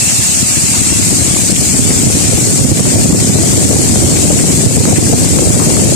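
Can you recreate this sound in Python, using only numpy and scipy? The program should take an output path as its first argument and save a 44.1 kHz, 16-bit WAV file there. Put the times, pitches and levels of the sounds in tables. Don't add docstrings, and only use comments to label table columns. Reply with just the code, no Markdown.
import sys
import numpy as np
from scipy import signal
from scipy.fft import rfft, irfft
from scipy.io import wavfile
from scipy.ndimage import uniform_filter1d

SR = 44100
rng = np.random.default_rng(int(sys.argv[2]) if len(sys.argv) > 2 else 0)


def dump(signal):
    limited = np.clip(np.atleast_2d(signal).T, -1, 1)
    pcm = np.round(limited * 32767).astype(np.int16)
    wavfile.write(sys.argv[1], SR, pcm)


N = 262395
T = np.arange(N) / SR
LAG = 19
HALF_LEAN = np.array([[0.5], [-0.5]])


def gain_of(db):
    return 10 ** (np.asarray(db) / 20)


def evened(x):
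    return x / np.sqrt(np.mean(x ** 2, -1, keepdims=True))


def curves(rows):
    s, *columns = np.transpose(rows)
    return np.array([np.interp(T, s, c) for c in columns])


def over_hz(rows):
    hz, *columns = np.transpose(rows)
    bins = np.log(np.fft.rfftfreq(N, 1 / SR) + 1)
    return np.array([np.interp(bins, np.log(hz), c) for c in columns])


def coloured(x, rows):
    return evened(irfft(rfft(x) * gain_of(over_hz(rows)), N))


def wander(hz, channels):
    slow = signal.butter(2, [hz / 4, hz], "bandpass", fs=SR, output="sos")
    return evened(signal.sosfilt(slow, rng.standard_normal((channels, N))))


def patter(per_s, spread_db, wash):
    # frequency in Hz, likeness from 0 to 1.
    likeness = [(300, 0.36), (1000, 0), (2200, 0.29), (3000, 0), (4000, 0.047), (8000, 0.039)]
    falls = rng.random((2, N)) < per_s / SR
    size = gain_of(spread_db * np.minimum(rng.exponential(1, (2, N)), 5))
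    ticks = evened(size * falls * rng.choice([-1., 1.], (2, N)))
    right, other = evened(ticks + wash * rng.standard_normal((2, N)))
    same = np.clip(over_hz(likeness)[0], 0, 1)
    shared = same * rfft(np.roll(right, LAG))
    left = shared + np.sqrt(1 - same ** 2) * rfft(other)
    return np.array([irfft(left, N), right])


def patchy(x):
    # frequency in Hz, depth of the patches in dB.
    depths = [(800, 3), (2200, 4.5), (3500, 15), (4800, 7), (7500, 1.5), (10000, 4.5), (12000, 10.5)]
    hz, _, z = signal.stft(x, SR, nperseg=1024, noverlap=768)
    patches = uniform_filter1d(rng.standard_normal(z.shape[1:]), size=2, axis=0)
    patches = uniform_filter1d(patches, size=7, axis=1)
    patches = np.minimum(patches / patches.std(), 0.6)
    depth_db = np.interp(hz, *np.transpose(depths))[:, None]
    _, uneven = signal.istft(z * gain_of(depth_db * patches), nperseg=1024, noverlap=768)
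    return evened(uneven[:, :N])


def ledge_ring(level_db):
    # centre in Hz, width at half amplitude in Hz,
    # left and right peak in dB relative to each other.
    ledge = [(926, 1700, -12, -8.5), (2230, 460, -6, -12)]
    hz = np.fft.rfftfreq(N, 1 / SR)
    modes = sum(gain_of([[left_db], [right_db]]) / (1 + 2j * (hz - centre) / width) ** 2
                for centre, width, left_db, right_db in ledge)
    ring = irfft(rfft(patter(per_s=900., spread_db=2.2, wash=0.26)) * modes, N)
    return ring / ring[0].std() * gain_of(level_db + 3.9 * wander(7.6, channels=1))


def rain():
    # time in seconds, mean level of the ledge ring at the left port in dB,
    # hiss left over right in dB.
    downpour = [(0, -34.5, 1), (1, -37.5, 3), (2.2, -41, 3.5), (3, -41, 4), (4.5, -34, 4), (5.95, -39, 4)]
    # frequency in Hz, left and right density in relative dB per Hz.
    hiss_colour = [(200, -29, -22), (686, -10.5, -7), (980, -17.5, -15), (1670, -14, -14.5),
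                   (2370, -12, -9), (2670, -14, -10), (3120, -16.5, -12.5), (3670, -17, -14),
                   (4160, -11.5, -9), (6080, -6, -1.5), (6540, -3.5, 1), (7170, -1, 7), (7600, 3, 1),
                   (8350, 2.5, 0), (9090, -2, -6), (10570, -13, -8), (11150, -16, -13.5),
                   (14000, -20.5, -20.5)]
    ring_db, lean_db = curves(downpour)
    drops = patter(per_s=3500., spread_db=4.1, wash=1.3)
    hiss = coloured(patchy(drops), hiss_colour) * gain_of(-9 + HALF_LEAN * lean_db)
    return hiss + ledge_ring(ring_db)


def puffs():
    # time in seconds, port (0 left, 1 right),
    # strength in dB before the wind scales it.
    set_puffs = [(0.126, 0, 5), (0.193, 1, 27), (0.432, 0, 17), (0.522, 1, 12), (0.574, 0, 19),
                 (0.645, 1, 20), (0.816, 0, 20), (0.926, 0, 28), (0.995, 0, 19), (1.021, 1, 17),
                 (1.085, 1, 21), (1.126, 0, 14), (1.141, 1, 19), (1.213, 1, 14), (1.22, 0, 14),
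                 (1.311, 1, 16), (1.403, 1, 13), (1.517, 1, 7), (1.531, 0, 12), (1.599, 1, 10),
                 (1.62, 0, 9), (1.725, 1, 2), (1.796, 1, 22), (1.854, 1, 13), (1.91, 1, 7), (1.915, 0, 10),
                 (1.971, 1, 6), (2.07, 1, 17), (2.174, 1, 24), (2.255, 1, 9), (2.293, 1, 24),
                 (2.331, 0, 18), (2.342, 1, 23), (2.382, 0, 11), (2.475, 1, 12), (2.529, 1, 5),
                 (2.616, 1, 15), (2.652, 1, 19), (2.689, 1, 15), (2.726, 1, 21), (2.807, 1, 16),
                 (2.872, 1, 15), (2.945, 1, 10), (2.961, 0, 24), (3., 1, 6), (3.019, 0, 5), (3.06, 0, 11),
                 (3.105, 1, 27), (3.128, 0, 15), (3.298, 1, 11), (3.36, 0, 14), (3.394, 1, 5),
                 (3.439, 0, 11), (3.5, 1, 6), (3.58, 1, 18), (3.654, 1, 18), (3.71, 1, 7), (3.73, 0, 5),
                 (3.762, 1, 19), (3.797, 1, 15), (3.87, 1, 13), (3.962, 0, 8), (4.02, 1, 12),
                 (4.044, 1, 11), (4.244, 1, 12), (4.264, 0, 2), (4.324, 1, 9), (4.426, 0, 2),
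                 (4.498, 1, 12), (4.67, 1, 14), (4.737, 1, 7), (4.807, 1, 21), (4.842, 0, 1), (4.86, 1, 18),
                 (4.9, 1, 18), (4.987, 1, 13), (5.1, 1, 16), (5.141, 1, 20), (5.22, 0, 5), (5.37, 1, 5),
                 (5.392, 0, 5), (5.428, 1, 8), (5.473, 1, 15), (5.481, 0, 4), (5.504, 1, 21),
                 (5.559, 1, 10)]
    puff_s = 0.0069
    per_s = np.array([[2.8], [1.7]])
    peak_db = rng.uniform(5.64, 14.4, (2, N)) * (rng.random((2, N)) < per_s / SR)
    for s, port, db in set_puffs:
        peak_db[round(port), round(s * SR)] += db
    bump = np.exp(-(np.arange(-2600, 2601) / SR / puff_s) ** 2)
    return signal.oaconvolve(peak_db, bump[None], "same")


def wind():
    # time in seconds, left level in dB, right level in dB.
    gusts = [(0, -19, -17.5), (.4, -14, -17), (.75, -15.5, -12), (1, -13.5, -13), (1.15, -9.5, -12),
             (1.4, -9.5, -16.5), (1.62, -10.5, -12), (1.87, -9, -7), (2.1, -7.5, -9), (2.3, -8.5, -10),
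             (2.75, -7.5, -5.5), (3.1, -6.5, -4), (3.6, -6, -7), (4.1, -6, -4.5), (4.6, -5.5, -6.5),
             (5.1, -5.5, -5), (5.5, -5.5, -6), (5.95, -3.5, -5)]
    # frequency in Hz, left and right density in relative dB per Hz.
    buffet_colour = [(20, -40, -32), (30, -38, -33), (45, -18, -19.5), (71, -5, -4.5), (109, -1, 1),
                     (186, -0.5, -4), (261, -3, -5.5), (400, -13.5, -24.5), (590, -51, -54)]
    # Hz, left and right in relative dB per Hz.
    flutter_colour = [(100, -21, -26), (297, -2, 2.5), (396, -3.5, -3), (598, -7.5, -12), (735, -11, -19.5),
                      (923, -21.5, -25), (1330, -30, -30), (2500, -52, -48)]
    eddy_growth = 2.06
    eddy_db = [[1], [-0.5]]
    eddy_top_db = 15

    gust_db, lumps, puff_db = curves(gusts), wander(38.0, channels=2), puffs()
    buffet_db = 2.2 * lumps + 0.65 * puff_db
    buffet = coloured(rng.standard_normal((2, N)) * gain_of(buffet_db), buffet_colour)
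    flicker_db = [[4.], [5.]] * wander(113.0, channels=2)
    eddies = 2.5 * lumps + 1.44 * puff_db + flicker_db
    eddies = eddy_top_db * np.tanh(eddies / eddy_top_db)
    flutter = coloured(rng.standard_normal((2, N)) * gain_of(eddies), flutter_colour)
    return gain_of(gust_db) * buffet + gain_of(eddy_growth * gust_db + eddy_db) * flutter


def add_burst(out, s, db, band_hz, length, lean_db):
    left, right, both = rng.standard_normal((3, 4000))
    spray = [left + 6.5 * np.roll(both, LAG), right + 0.93 * both]
    band = signal.butter(2, band_hz, "bandpass", fs=SR, output="sos")
    u = T[:4000] / length
    swell = np.sqrt(u) * np.exp((1 - u) / 2 - u)
    burst = evened(signal.sosfilt(band, spray)) * swell
    part = out[:, round(s * SR):][:, :4000]
    part += (gain_of(db + HALF_LEAN * lean_db) * burst)[:, :part.shape[1]]


def splashes():
    # start in seconds, level in dB before envelope and lean, centre in Hz, time scale in seconds.
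    big_drops = [(0.085, -17, 2680, 0.025), (0.567, -18, 2630, 0.0091), (0.734, -17.5, 1150, 0.026),
                 (.903, -21, 2650, 0.0056), (1.025, -13.5, 1920, 0.0063), (1.346, -14, 2600, 0.005),
                 (1.56, -11, 3300, 0.006), (1.905, -15.5, 2070, 0.011), (2.056, -21, 2120, 0.016),
                 (2.241, -17, 2600, 0.0097), (2.756, -17, 2600, .004), (2.77, -14, 2720, 0.0054),
                 (2.901, -16, 2290, 0.008), (3.201, -15, 2600, 0.0043), (4.165, -14, 2600, 0.0073),
                 (4.333, -21, 2650, .01), (4.388, -12, 2260, 0.0071), (4.956, -14.5, 2300, 0.021),
                 (5.061, -19, 2060, 0.013), (5.269, -16, 1900, 0.004), (5.386, -15, 3040, 0.0056),
                 (5.59, -13, 1080, 0.041)]
    out = np.zeros((2, N))
    for s, db, hz, length in big_drops:
        add_burst(out, s, db, [hz / 1.52, hz * 1.21], length, lean_db=6)
    return out


def pops():
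    # start in seconds, level in dB before envelope and lean.
    dull_pops = [(1.367, -14), (2.794, -9), (2.853, -11), (3.351, -11), (3.534, -12), (3.957, -9),
                 (4.853, -7), (5.156, -15), (5.244, -7), (5.386, -10), (5.704, -15), (5.768, -7)]
    hz = 885
    out = np.zeros((2, N))
    for s, db in dull_pops:
        add_burst(out, s, db, [hz / 2.6, hz * 1.27], length=0.0021, lean_db=13.5)
    return out


def whistle():
    # time in seconds, mean level at the left port in dB.
    fade = [(0, -22), (.3, -28.5), (.6, -28.5), (1, -29), (1.4, -39), (2, -50)]
    centre_hz, width_hz, waver = 2690, 150, 0.02
    pitch_hz = centre_hz * (1 + waver * wander(12.5, channels=1)[0])
    turn = np.exp(2j * np.pi * np.cumsum(pitch_hz) / SR)
    r = np.exp(-np.pi * width_hz / SR)
    narrow = signal.lfilter([1], np.convolve([1, -r], [1, -r]), rng.standard_normal(N) / turn)
    tone = (turn * narrow).real
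    right_drop_db = np.array([[0], [33]])
    level_db = curves(fade) + 2.8 * wander(11.0, channels=1) - right_drop_db
    return evened(tone) * gain_of(level_db)


def scene():
    return rain() + wind() + splashes() + pops() + whistle()


def record(dry):
    threshold_db, fall_db_per_s = -7.0, 160
    edge_hz = 14220
    power_db = 10 * np.log10(uniform_filter1d((dry ** 2).max(0), 130) + 1e-9)
    fall = T * fall_db_per_s
    held_db = np.maximum.accumulate(power_db + fall) - fall
    over_db = np.maximum(held_db - threshold_db, 0)
    slow_db = 10 * np.log10(uniform_filter1d((dry ** 2).mean(0), size=SR // 2)) + 9.9
    ducked = dry / gain_of(0.44 * uniform_filter1d(over_db, 110) + 0.15 * slow_db)
    clipped = np.clip(1.335 * np.tanh(ducked / 1.267), -1, 1)
    low_pass = signal.firwin(1023, edge_hz, window=("kaiser", 9), fs=SR)
    return signal.oaconvolve(clipped, low_pass[None], "same")


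dry = scene()
out = record(dry)
dump(out)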